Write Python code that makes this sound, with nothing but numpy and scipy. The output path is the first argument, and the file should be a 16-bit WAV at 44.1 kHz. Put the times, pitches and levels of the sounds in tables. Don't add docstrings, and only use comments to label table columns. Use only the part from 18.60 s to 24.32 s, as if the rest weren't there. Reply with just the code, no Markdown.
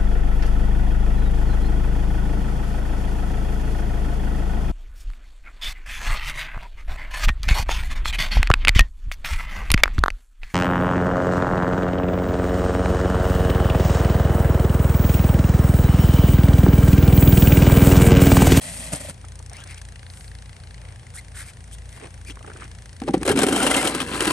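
import sys
import numpy as np
from scipy.fft import rfft, irfft, next_fast_len
from scipy.io import wavfile
from scipy.ndimage import map_coordinates

SR = 44100
rng = np.random.default_rng(int(sys.argv[2]) if len(sys.argv) > 2 else 0)


def pcm_store(signal):
    levels = np.round(np.clip(np.atleast_2d(signal), -1, 1) * 32767)
    wavfile.write(sys.argv[1], SR, levels.astype(np.int16).T)


N = 252252
TIME = np.arange(N) / SR
DIRECT_ONLY = np.array([[1], [0]])

# t/s, crushed grit/dB, thump/dB, thump pitch/Hz
CATCHES = [(0.319, -40.5, -24, 660), (0.322, -38, -27, 223), (0.329, -29.5, -21.5, 612),
           (0.331, -40, -14.5, 147), (0.346, -35, -38, 615), (0.358, -36, -29, 608),
           (0.406, -43.5, -31.5, 560), (0.446, -47, -27.5, 615), (0.484, -43, -27, 572),
           (0.493, -38, -26.5, 170), (4.651, -26, -17, 353), (4.662, -25, -14, 395),
           (4.677, -17, -11.5, 272), (4.690, -17, -13, 295), (4.703, -31, -5.5, 415),
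           (4.714, -20, -12, 220), (4.759, -24.5, -15, 260), (4.773, -21, -6.5, 248),
           (4.789, -16.5, -11, 258), (4.817, -19.5, -7.5, 270), (4.831, -15.5, -7.5, 428),
           (4.839, -41, -13, 233), (4.864, -21, -7.5, 298), (4.883, -20.5, -10.5, 387),
           (4.906, -37, -10.5, 231), (4.923, -21.5, -9, 292), (4.939, -30, -10.5, 267),
           (4.961, -21.5, -21, 310), (5.027, -19.5, -16, 292), (5.049, -26, -11.5, 520),
           (5.065, -17.5, -12.5, 262), (5.109, -19, -16, 280), (5.142, -23.5, -28, 540),
           (5.165, -18.5, -11.5, 283), (5.249, -21, -12.5, 323), (5.273, -23, -23, 317),
           (5.347, -23.5, -14, 326), (5.402, -27, -36, 275), (5.413, -28.5, -24, 300),
           (5.537, -39, -16.5, 322), (5.605, -29, -14, 345), (5.619, -27, -15.5, 368),
           (5.669, -23, -16, 329.8), (5.675, -26.5, -7.5, 306), (5.703, -29, -14, 370)]
# f/Hz, width/Hz, level/dB
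BOOM_MODES = [(138, 133, -10.5), (284.4, 47, -0.5), (338, 67, -5), (460, 66, -6), (564, 27, -11)]
GRIND_MODES = [(557, 53, 9), (757, 48, 10.5), (933, 165, 3.5), (1352, 165, 5), (1570, 200, 1.5),
               (2046, 30, -6), (2098, 60, -1.5), (2360, 270, -4), (2740, 58, -1), (2925, 120, -4.5),
               (3040, 420, -14), (3110, 59, 2.5), (3197, 63, -2), (3490, 230, -10), (4130, 410, -8),
               (4400, 320, -24)]
# f/Hz, level/dB
SNOW_HISS = [(1500, -44), (3500, -16.5), (5000, -11), (6700, -9.5), (7800, -3.5), (9300, 1), (10200, 1),
             (11800, -12.5), (12800, -26), (13800, -48), (16000, -50)]
SNOW_CRUNCH = [(100, -25), (250, 18), (450, 3), (800, 14), (1400, 11), (2400, 13.5), (4000, 1), (7000, -7),
               (9000, 12), (13000, -50)]
STONE_RASP = [(250, -75), (500, 6.5), (900, -4.5), (1400, -1), (2400, -1.5), (3200, -3), (4500, -11),
              (6000, -12.5), (9000, -26), (13000, -70)]


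def amp(db):
    return 10 ** (np.asarray(db) / 20)


def rms(x):
    return np.sqrt(np.mean(x ** 2) + 1e-20)


def unit(x):
    return x / rms(x)


def along(points, hz):
    f, values = np.transpose(points)
    return np.interp(np.log(hz + 1), np.log(f + 1), values)


def curves(rows):
    times, *columns = np.transpose(rows)
    return [np.interp(TIME, times, column) for column in columns]


def wobble(rate, size=N):
    count = int(size * rate / SR) + 4
    fine = np.arange(0, count, 1 / 8)
    smooth = map_coordinates(rng.standard_normal(count), [fine])
    return np.interp(np.arange(size) * rate / SR, fine, smooth)


def filtered(x, response):
    size = x.shape[-1]
    padded = next_fast_len(size + 4096)
    return irfft(rfft(x, padded) * response(np.fft.rfftfreq(padded, 1 / SR)), padded)[..., :size]


def lowpass(x, hz, steepness):
    return filtered(x, lambda f: 1 / (1 + (f / hz) ** steepness))


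def bandpass(x, low_hz, high_hz):
    return filtered(x, lambda f: (1 - 1 / (1 + (f / low_hz) ** 4)) / (1 + (f / high_hz) ** 4))


def coloured(x, spectrum):
    return unit(filtered(x, lambda f: amp(along(spectrum, f))))


def rung(x, modes):
    def response(f):
        return sum((-1) ** k * amp(db) * 1j * f * width / (hz * hz - f * f + 1j * f * width)
                   for k, (hz, width, db) in enumerate(modes))
    return unit(filtered(x, response))


def grit(rate, spread_db, size=N):
    hit = rng.random((2, size)) < rate / SR
    sign, chance = rng.random((2, 2, size))
    strength = amp(spread_db * np.minimum(-np.log(1 - chance[hit]), 3))
    out = np.zeros((2, size))
    out[hit] = strength * np.sign(sign[hit] - .5)
    return unit(out)


def add(track, s, sound):
    part = track[:, max(round(s * SR), 0):][:, :sound.shape[-1]]
    part += sound[..., :part.shape[-1]]


def arch(length_s):
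    progress = np.linspace(0, 1, int(length_s * SR))
    return progress, np.sin(np.pi * progress)


def effort(drive, boom_db, grind_db, hiss_db, empty_db, attack_s=.03, release_s=.11, fill_s=0.25):
    drive_db, = curves(drive)
    mean_db = np.mean(drive, axis=0)[1]
    swing_db = drive_db - mean_db
    since_start, since_end = TIME - drive[0][0], TIME - drive[-1][0]
    fade_db = 60 * (np.minimum(since_start, 0) / attack_s - np.maximum(since_end, 0) / release_s)
    hollow_db = empty_db * np.exp(-np.maximum(since_start, 0) / fill_s)
    levels = [boom_db + 0.43 * swing_db + hollow_db, grind_db + swing_db, hiss_db + 1.42 * swing_db]
    return mean_db + fade_db + np.array(levels)


def bent(x, s):
    bend = [(4.649, 1.01), (4.751, 0.89), (5.05, 0.97), (5.3, 1.02), (5.7, 0.99)]
    size = len(x) * 4 // 5
    speed = np.interp(s + np.arange(size) / SR, *np.transpose(bend))
    return np.interp(np.cumsum(speed), np.arange(len(x)), x)


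def grinding(force, s, modes, rate, spread_db, ring_db=3, lower_at_s=5.3, lowering_s=0.086):
    flat_modes = [(600, 46, -5), (788, 48, 2), (1009, 76, 4.5), (1244.4, 100, 3), (1420, 170, 0),
                  (1620, 120, 2), (2040, 200, -4), (2690, 61, 1.5), (3170, 280, -9), (3700, 36, -5),
                  (4030, 94, -4.5), (4610, 150, -7.5)]
    bare, ringing = (force * grit(rate, spread_db, len(force)) for _ in range(2))
    t = s + np.arange(len(force)) / SR
    flatness = np.clip(.5 + (t - lower_at_s) / lowering_s, 0, 1)
    ring = np.sqrt(1 - flatness) * rung(ringing, modes) + np.sqrt(flatness) * rung(ringing, flat_modes)
    return unit(coloured(bare, STONE_RASP) + amp(ring_db) * ring)


def pings(size, rate=220, centre_hz=2150, spread=0.248, ring_s=0.0021, build_s=0.0012):
    out, t = np.zeros((2, size)), np.arange(2048) / SR
    for when, pitch, strength, scattered in rng.random((int(rate * size / SR), 4)):
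        hz = centre_hz * np.exp(spread * np.sqrt(12) * (pitch - .5))
        ring = np.sin(2 * np.pi * hz * t) * np.exp(-t / ring_s) * (1 - np.exp(-t / build_s))
        add(out, when * size / SR, amp(17.0 * strength) * ring * [[1], [2 * scattered - 1]])
    return unit(out)


def push(levels, boom_modes, grind_modes, chatter_db, slip_db, grain_rate, spread_db, ping_db):
    start, stop = np.flatnonzero(levels[1] > -100)[[0, -1]]
    size, start_s = stop - start, start / SR
    lead_s, stick_s, dips_db = 0.016, 0.019, (0, 1.5, 4)
    sticks = [np.exp(-(2 * (TIME[start:stop] - s + lead_s) / stick_s) ** 2) for s, *_ in CATCHES]
    boom_db, grind_db, hiss_db = levels[:, start:stop] - np.outer(dips_db, np.max(sticks, axis=0))
    clumps_db = chatter_db * wobble(75.84, size) + slip_db * wobble(420, size)
    unbent = rung(grit(grain_rate, 3.5, size + size // 4 + 4), boom_modes)
    boom = np.array([bent(row, start_s)[:size] for row in unbent])
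    boom = unit(bandpass(boom * amp(clumps_db / 3), 95, 800))
    stone_rate, crystal_rate = grain_rate * .45, grain_rate * 2
    edge = grinding(amp(clumps_db), start_s, grind_modes, stone_rate, spread_db)
    edge = unit(edge + amp(ping_db) * pings(size))
    crystals = grit(crystal_rate, spread_db, size) * amp(0.47 * clumps_db + 0.28 * wobble(77.7, size))
    snow = coloured(crystals, SNOW_HISS)
    out = np.zeros((2, N))
    add(out, start_s, amp(boom_db) * boom + amp(grind_db) * edge + amp(hiss_db) * snow)
    return out


def exhaust(cycles, waver_db=1.0, throb_hz=2.06, throb_db=-6, dip_at_s=0.52):
    harmonics = [(1, -65), (2, -44), (3, -52.5), (4, -52.5), (5, -61), (6, -64)]
    tones = []
    for multiple, db in harmonics:
        gain = np.sqrt(2) * amp(db + waver_db * wobble(3.8))
        tones.append(gain * np.exp(2j * np.pi * (multiple * cycles + rng.random())))
    firing_note = tones[1]
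    slower_hum = -amp(throb_db) * firing_note * np.exp(-2j * np.pi * throb_hz * (TIME - dip_at_s))
    return (sum(tones) + slower_hum).imag * DIRECT_ONLY


def ticking(cycles, beat_hz, rise_s=0.00049, fall_s=0.0029, uneven_db=1.8):
    tick_levels = [(0.45, -45, -48, -60), (.75, -48, -36.5, -59), (1.2, -41, -36.5, -50),
                   (1.45, -42, -44.5, -42.5), (2.0, -41, -44, -47), (2.4, -45.5, -44.5, -53),
                   (3.7, -43.5, -42.5, -60), (4.4, -41.5, -39.5, -48)]
    hard_ticks = [(0.686, 2.5), (0.792, 4), (1.039, 5), (1.215, 5), (1.288, 0), (1.752, 3), (1.93, 1),
                  (1.965, 1), (4.115, 4), (4.402, 2)]
    # f/Hz, width/Hz, level/dB
    low_modes = [(860, 790, -9), (1630, 315, 4), (2040, 286, 3.5), (3080, 550, -2.5)]
    high_modes = [(3330, 160, -4.5), (4340, 120, -5.5), (4960, 180, -5), (6060, 1140, -3.5), (6900, 220, 0),
                  (8300, 1900, -4.5), (10000, 640, 4)]
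    ring_modes = [(4330, 500, 0)]
    since_tick = (cycles - np.round(cycles)) / beat_hz
    strike = np.exp(-np.abs(since_tick) / np.where(since_tick < 0, rise_s, fall_s))
    hard_db = sum(db * (np.abs(TIME - s) < .5 / beat_hz) for s, db in hard_ticks)
    ticks = np.zeros((2, N))
    for level_db, modes in zip(curves(tick_levels), [low_modes, high_modes, ring_modes]):
        gain = amp(level_db + hard_db + uneven_db * wobble(beat_hz))
        ticks += gain * rung(strike * grit(15000, 3.5), modes)
    return lowpass(rms(strike) * ticks, 10500, steepness=20)


def engine(beat_hz=28.011):
    drift = [(0, .01), (.55, .0075), (1.22, .0016), (2.15, .0016), (2.95, .0068), (3.8, .0075),
             (4.4, .0098)]
    lag_s, = curves(drift)
    cycles = (TIME - lag_s) * beat_hz
    return exhaust(cycles) + ticking(cycles, beat_hz)


def street(rush_db=-46.0, drift_db=-0.5):
    rush_colour = [(15, -31), (35, -8), (50, -1), (75, 2.5), (115, -1.5), (170, -6), (340, -19), (470, -14),
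                   (580, -17.5), (780, -15.5), (1300, -25.5), (1800, -22), (3500, -28), (7000, -32),
                   (9700, -22), (11000, -31), (13000, -102)]
    hum_tones = [(87.6, -46), (120, -54)]
    hum_swell = [(.3, -5.5), (.65, 1.5), (1.6, 1), (2.2, 2.5), (2.8, -1.5), (3.7, 1), (4.3, -4.5),
                 (4.75, 6), (5.2, -10)]
    swell_db, = curves(hum_swell)
    hum = np.zeros(N)
    for hz, db in hum_tones:
        gain = np.sqrt(2) * amp(db + swell_db + 1.2 * wobble(11.0))
        hum += gain * np.sin(2 * np.pi * hz * TIME + 1.22 * wobble(4.05))
    rush = amp(rush_db + drift_db * wobble(4.83)) * coloured(rng.standard_normal((2, N)), rush_colour)
    return rush + hum * DIRECT_ONLY


def jolt(hz, flex_s=0.0047, rattle=0.39, break_s=0.0028):
    t = np.arange(4096) / SR
    burst = np.sqrt(t / break_s) * np.exp((1 - t / break_s) / 2)
    flex = (t / flex_s) ** 2 * np.exp(2 - 2 * t / flex_s) * np.sin(2 * np.pi * hz * t)
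    body = lowpass(rung(burst * grit(4000, 7.1, len(t)), BOOM_MODES), 1000, steepness=4)
    thump = flex * DIRECT_ONLY + rattle * body / np.abs(body).max()
    snow = coloured(burst * grit(2700, 5.6, len(t)), SNOW_HISS)
    return burst, thump, snow


def catches(levels, thump_gain_db=-5, grind_db=-1, hiss_db=1):
    out = np.zeros((2, N))
    hiss_over_grind_db = levels[2] - levels[1]
    for s, crush_db, thump_db, hz in CATCHES:
        burst, thump, snow = jolt(hz)
        edge = grinding(burst, s, GRIND_MODES, rate=3500, spread_db=5.0)
        snow_db = hiss_db + np.interp(s, TIME, hiss_over_grind_db)
        crush = rms(burst) * (amp(grind_db) * edge + amp(snow_db) * snow)
        add(out, s, amp(thump_db + thump_gain_db) * thump + amp(crush_db) * crush)
    return out


def snaps(crack_s=0.0025, ring_db=-1, width_hz=130, snow_db=-2):
    freed_stones = [(0.349, -19.5, 2000), (4.631, -15.5, 1130), (4.691, -24, 1590), (4.76, -24, 1400),
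                    (4.8064, -11, 3380), (4.8154, -12, 1540), (4.8404, -18.5, 950), (5.0768, -11, 1560),
                    (5.0977, -34, 902), (5.1264, -28, 2070), (5.1444, -8.5, 1320), (5.178, -16, 1910),
                    (5.2288, -9.5, 988), (5.2515, -21, 1269), (5.2737, -7, 2980), (5.3485, -14.5, 1130),
                    (5.4026, -11, 1140), (5.4172, -14.5, 1520), (5.5353, -22, 970), (5.6061, -4.5, 1323),
                    (5.6491, -10.5, 1550), (5.6551, -10.5, 973), (5.6764, -11.5, 1700),
                    (5.7077, -8.5, 1060)]
    out, t = np.zeros((2, N)), np.arange(2048) / SR
    for s, db, hz in freed_stones:
        stone, snow, kick = (grit(14000, 2.5, len(t)) * np.exp(-t / crack_s) for _ in range(3))
        ring = rung(kick, [(hz, width_hz, 0), (hz * 2.3, 2 * width_hz, -5)])
        crack = coloured(stone, STONE_RASP) + amp(snow_db) * coloured(snow, SNOW_HISS)
        snap = crack + amp(ring_db) * ring
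        add(out, s, amp(db) * snap / np.abs(snap).max())
    return out


def boots(creak_s=0.0018):
    # t/s, length/s, level/dB, packed snow's pitch/Hz, packed over loose/dB
    steps = [(0.902, 0.043, -44.5, 704, 7), (0.928, 0.12, -48.5, 730, 1), (1.048, .03, -44.5, 580, 0),
             (1.06, 0.13, -50.5, 1310, -8), (2.158, 0.23, -51.5, 635, 2), (3.364, .025, -44, 720, 1),
             (3.391, 0.1, -39, 392, 6), (3.68, 0.046, -40, 302, 6), (3.8, 0.3, -47.5, 332, 4.5),
             (3.871, .022, -40, 380, 7), (3.986, 0.088, -41.5, 1590, 0)]
    creaks = [(0.642, -34, 870), (0.799, -32.5, 690), (3.769, -31, 1070), (3.807, -33.5, 790),
              (3.845, -27, 910), (3.876, -29, 784), (3.899, -28.5, 1110), (3.915, -31.5, 1160),
              (3.96, -28.5, 1140), (4.02, -28, 1140)]
    out, t = np.zeros((2, N)), np.arange(2048) / SR
    for s, length, db, hz, packed_db in steps:
        _, swell = arch(length)
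        loose = coloured(grit(2000, 8.0, len(swell)), SNOW_CRUNCH)
        packed = rung(grit(2000, 8.0, len(swell)), [(hz, hz * 0.36, 0)])
        add(out, s, amp(db) * swell * unit(loose + amp(packed_db) * packed))
    for s, db, hz in creaks:
        slip = grit(5000, 1.8, len(t)) * t * np.exp(-t / creak_s)
        creak = rung(slip, [(hz * 0.27, 250, -5), (hz, 430, 0), (hz * 1.52, 550, -4)])
        add(out, s, amp(db) * creak / np.abs(creak).max())
    return lowpass(out, 10500, steepness=20)


def clothes(overtone=0.43, jerk=.05):
    # t/s, length/s, hiss/dB, zip/dB, first pitch/Hz, last pitch/Hz, pitch scatter (0-1)
    swishes = [(0.936, 0.043, -53, -43, 2000, 2280, 0.14), (0.952, 0.079, -61, -45.5, 2600, 3190, 0.15),
               (0.972, 0.075, -56, -47, 1300, 1660, 0.16), (1.075, 0.069, -49, -42.5, 1980, 2290, 0.2),
               (1.154, 0.052, -53, -49, 2250, 2170, 0.23), (1.458, 0.28, -49.5, -60, 1503, 1680, 0.34),
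               (2.54, 0.04, -37.5, -46.5, 1300, 1673, 0.17), (2.572, 0.032, -39, -38.5, 1890, 2220, 0.1),
               (2.74, 0.11, -38, -40.5, 1840, 1940, 0.27), (2.843, 0.078, -45, -47, 2000, 2070, 0.34),
               (3.115, 0.042, -42.5, -48, 2950, 3600, 0.16), (3.277, 0.15, -51, -53, 1870, 2010, 0.22),
               (3.659, 0.057, -44, -39.5, 2050, 2760, 0.13), (3.696, 0.023, -46, -40.5, 2750, 3100, 0.12)]
    out = np.zeros((2, N))
    for s, length, hiss_db, zip_db, first_hz, last_hz, scatter in swishes:
        progress, swell = arch(length)
        size = len(swell)
        flick_hz = (first_hz + (last_hz - first_hz) * progress) * (1 + jerk * wobble(109, size))
        phase = 2 * np.pi * np.cumsum(flick_hz * (1 + scatter * wobble(3000, size))) / SR
        tone = np.sin(phase) + overtone * np.sin(2 * phase)
        rough_tone = unit(tone * amp(3.3 * wobble(717, size)))
        zipping = rough_tone * np.sqrt(swell) * (flick_hz / last_hz) ** 2
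        hiss = swell * coloured(grit(12000, 3.9, size), SNOW_HISS)
        add(out, s, amp(zip_db) * zipping * DIRECT_ONLY + amp(hiss_db) * hiss)
    return out


def knocks(thump_gain_db=-5, clack_gain_db=-9, hiss_db=-22, dull_hz=2300, ring_s=0.011, build_s=0.0019):
    landings = [(4.416, -16, 261, -17.5, -31, 477), (4.476, -12, 408, -13, -21.5, 596),
                (4.482, -9.5, 392, -13.5, -17.5, 803), (4.494, -8, 258, -40, -16, 190),
                (4.536, -19, 300, -7.5, -29, 862), (4.5395, -2, 325, -8, -15, 515),
                (4.568, -13.5, 296, -26, -15.5, 187), (4.61, -20, 300, -24, -30, 480),
                (4.621, -21.5, 360, -22, -25, 170)]
    clack_modes = [(513, 70, -5), (770, 67, 2.5), (910, 360, -4), (1410, 260, -15.5), (1580, 110, -8),
                   (2920, 12000, -13)]
    out = np.zeros((2, N))
    for s, thump_db, thump_hz, clack_db, ring_db, ring_hz in landings:
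        burst, thump, snow = jolt(thump_hz)
        t = np.arange(len(burst)) / SR
        ring = np.sin(2 * np.pi * ring_hz * t) * np.exp(-t / ring_s) * (1 - np.exp(-t / build_s))
        clack = lowpass(rung(burst * grit(4200, 5.7, len(t)), clack_modes), dull_hz, steepness=2)
        snowy_clack = rms(burst) * (clack + amp(hiss_db) * snow)
        add(out, s, amp(thump_db + thump_gain_db) * thump + amp(clack_db + clack_gain_db) * snowy_clack)
        add(out, s, amp(ring_db) * ring * DIRECT_ONLY)
    return out


def rocking(from_s=4.42, until_s=4.66, level_db=-36, crunch_db=-17, fade_s=0.013):
    fade = np.clip(np.minimum(TIME - from_s, until_s - TIME) / fade_s, 0, 1)
    rumble = unit(bandpass(rung(grit(3000, 1.5), BOOM_MODES), 190, 400))
    crunch = coloured(grit(690, 5.2), SNOW_CRUNCH)
    return amp(level_db) * fade * (rumble + amp(crunch_db) * crunch)


def skids():
    # t/s, length/s, level/dB, first pitch/Hz, last pitch/Hz, resonance width/Hz
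    dragged_stones = [(4.678, 0.049, -27, 1690, 1580, 160), (4.955, 0.021, -28, 3100, 3050, 300),
                      (4.985, 0.079, -36, 3030, 2860, 90), (4.994, .025, -24.5, 1350, 1340, 300),
                      (5.025, 0.028, -32, 3080, 2970, 350), (5.062, 0.024, -23.5, 2960, 2970, 350),
                      (5.102, .025, -27, 2050, 2070, 140), (5.139, .017, -22, 3070, 2780, 500),
                      (5.15, .06, -27.5, 2050, 2085, 70), (5.165, 0.099, -36, 2950, 2710, 250),
                      (5.27, 0.016, -24.5, 3220, 3100, 800), (5.398, 0.024, -29.5, 3150, 3150, 350.1),
                      (5.527, .018, -32.5, 3330, 3180, 450)]
    out = np.zeros((2, N))
    for s, length, db, first_hz, last_hz, width_hz in dragged_stones:
        progress, swell = arch(length)
        phase = 2 * np.pi * np.cumsum(first_hz + (last_hz - first_hz) * progress) / SR
        waves = np.array([[np.cos(phase)], [np.sin(phase)]])
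        strengths = lowpass(grit(8000, 3.2, len(swell)) * waves, width_hz / 2, steepness=2)
        ring = unit(np.sum(strengths * waves, axis=0))
        add(out, s, amp(db) * np.sqrt(swell) * ring)
    return out


def placed(sound, place):
    # f/Hz, left's lead/rad, left over right/dB, left-right likeness (0-1)
    openings = [(6400, 0, 1.5, 0.92), (7140, 1.4, 7.5, 0.65), (7600, 1, 2.5, 0.64), (8530, 0, 1, 0.98),
                (10110, -3, -0.5, 1), (11360, -4.5, 0.5, 0.61), (12200, -5, 0, 0.59)]
    table = np.array(place + openings)
    lead, balance, likeness = (np.column_stack([table[:, 0], column]) for column in table.T[1:])
    sides = np.array([[1], [-1]]) / 2

    def blend(f):
        angle = np.arccos(np.clip(along(likeness, f), 0, 1)) / 2
        return np.array([np.cos(angle), np.sin(angle)])

    direct, scattered = filtered(sound, blend)
    stereo = np.array([direct + scattered, direct - scattered])
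    return filtered(stereo, lambda f: amp(sides * along(balance, f)) * np.exp(1j * sides * along(lead, f)))


def scene():
    # t/s, drive/dB
    far_drive = [(0.015, -40.5), (0.2, -40), (0.3, -42.5), (0.38, -42), (0.5, -43)]
    near_drive = [(4.68, -36), (4.72, -34), (4.748, -41.5), (4.78, -32.5), (4.87, -32), (5.018, -26.5),
                  (5.18, -26.5), (5.285, -28), (5.33, -33), (5.41, -32.5), (5.455, -38), (5.56, -31),
                  (5.72, -27.5)]
    # f/Hz, width/Hz, level/dB
    glide_boom = [(127, 40, 0), (177, 46, 3.5), (263, 39, -2.5)]
    glide_grind = [(566, 42, 0.5), (627, 53, 7.5), (784, 380, -2), (1280, 180, -16), (1926, 120, 4),
                   (2610, 150, -0.5), (3240, 260, -1.5), (4070, 170, -3.5), (4460, 300, -5),
                   (5340, 150, -26)]
    # f/Hz, left's lead/rad, left over right/dB, likeness (0-1)
    near_place = [(100, -0.17, 1, 0.96), (350, 0.034, .5, 0.98), (550, 0.32, -1, 0.92),
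                  (720, 0.77, -.5, 0.96), (1000, 1.06, -1.5, 0.96), (1300, 0.57, 3, 0.89),
                  (1880, 0.88, 2.5, 0.87), (2560, 1.67, 6, 0.85), (3760, 1.32, 6, 1), (4670, 0.16, 7, 0.53),
                  (5450, 0.75, 9.5, 0.65)]
    far_place = [(100, -0.32, 1.5, 1), (296, -0.21, .5, 0.93), (493, -0.83, -3, 0.64), (890, 1.2, 1, 0.044),
                 (1320, -0.18, -3, 0.55), (1990, -0.68, 2.5, 0.67), (2930, 1.9, 7, 0.74),
                 (4100, 0.72, 3, 0.76), (5350, 0.88, 7, 0.71)]
    far = effort(far_drive, boom_db=-3.0, grind_db=0, hiss_db=4.5, empty_db=-2.5)
    near = effort(near_drive, boom_db=0.5, grind_db=2, hiss_db=-2.5, empty_db=13.5)
    shovel = push(far, glide_boom, glide_grind, chatter_db=2.0, slip_db=1.0,
                  grain_rate=8200, spread_db=5.0, ping_db=-27)
    shovel += push(near, BOOM_MODES, GRIND_MODES, chatter_db=0.87, slip_db=3.0,
                   grain_rate=5200, spread_db=3.5, ping_db=-12)
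    shovel += catches(np.maximum(far, near)) + skids() + snaps() + knocks() + rocking()
    is_close = TIME > (far_drive[-1][0] + near_drive[0][0]) / 2
    further_off = shovel * ~is_close + boots() + clothes() + engine() + street()
    return placed(shovel * is_close, near_place) + placed(further_off, far_place)


def record(dry, top_hz=15800):
    return filtered(dry, lambda f: (f < top_hz) * amp(along([(12000, -0.5), (13800, -13)], f)))


dry = scene()
out = record(dry)
pcm_store(out)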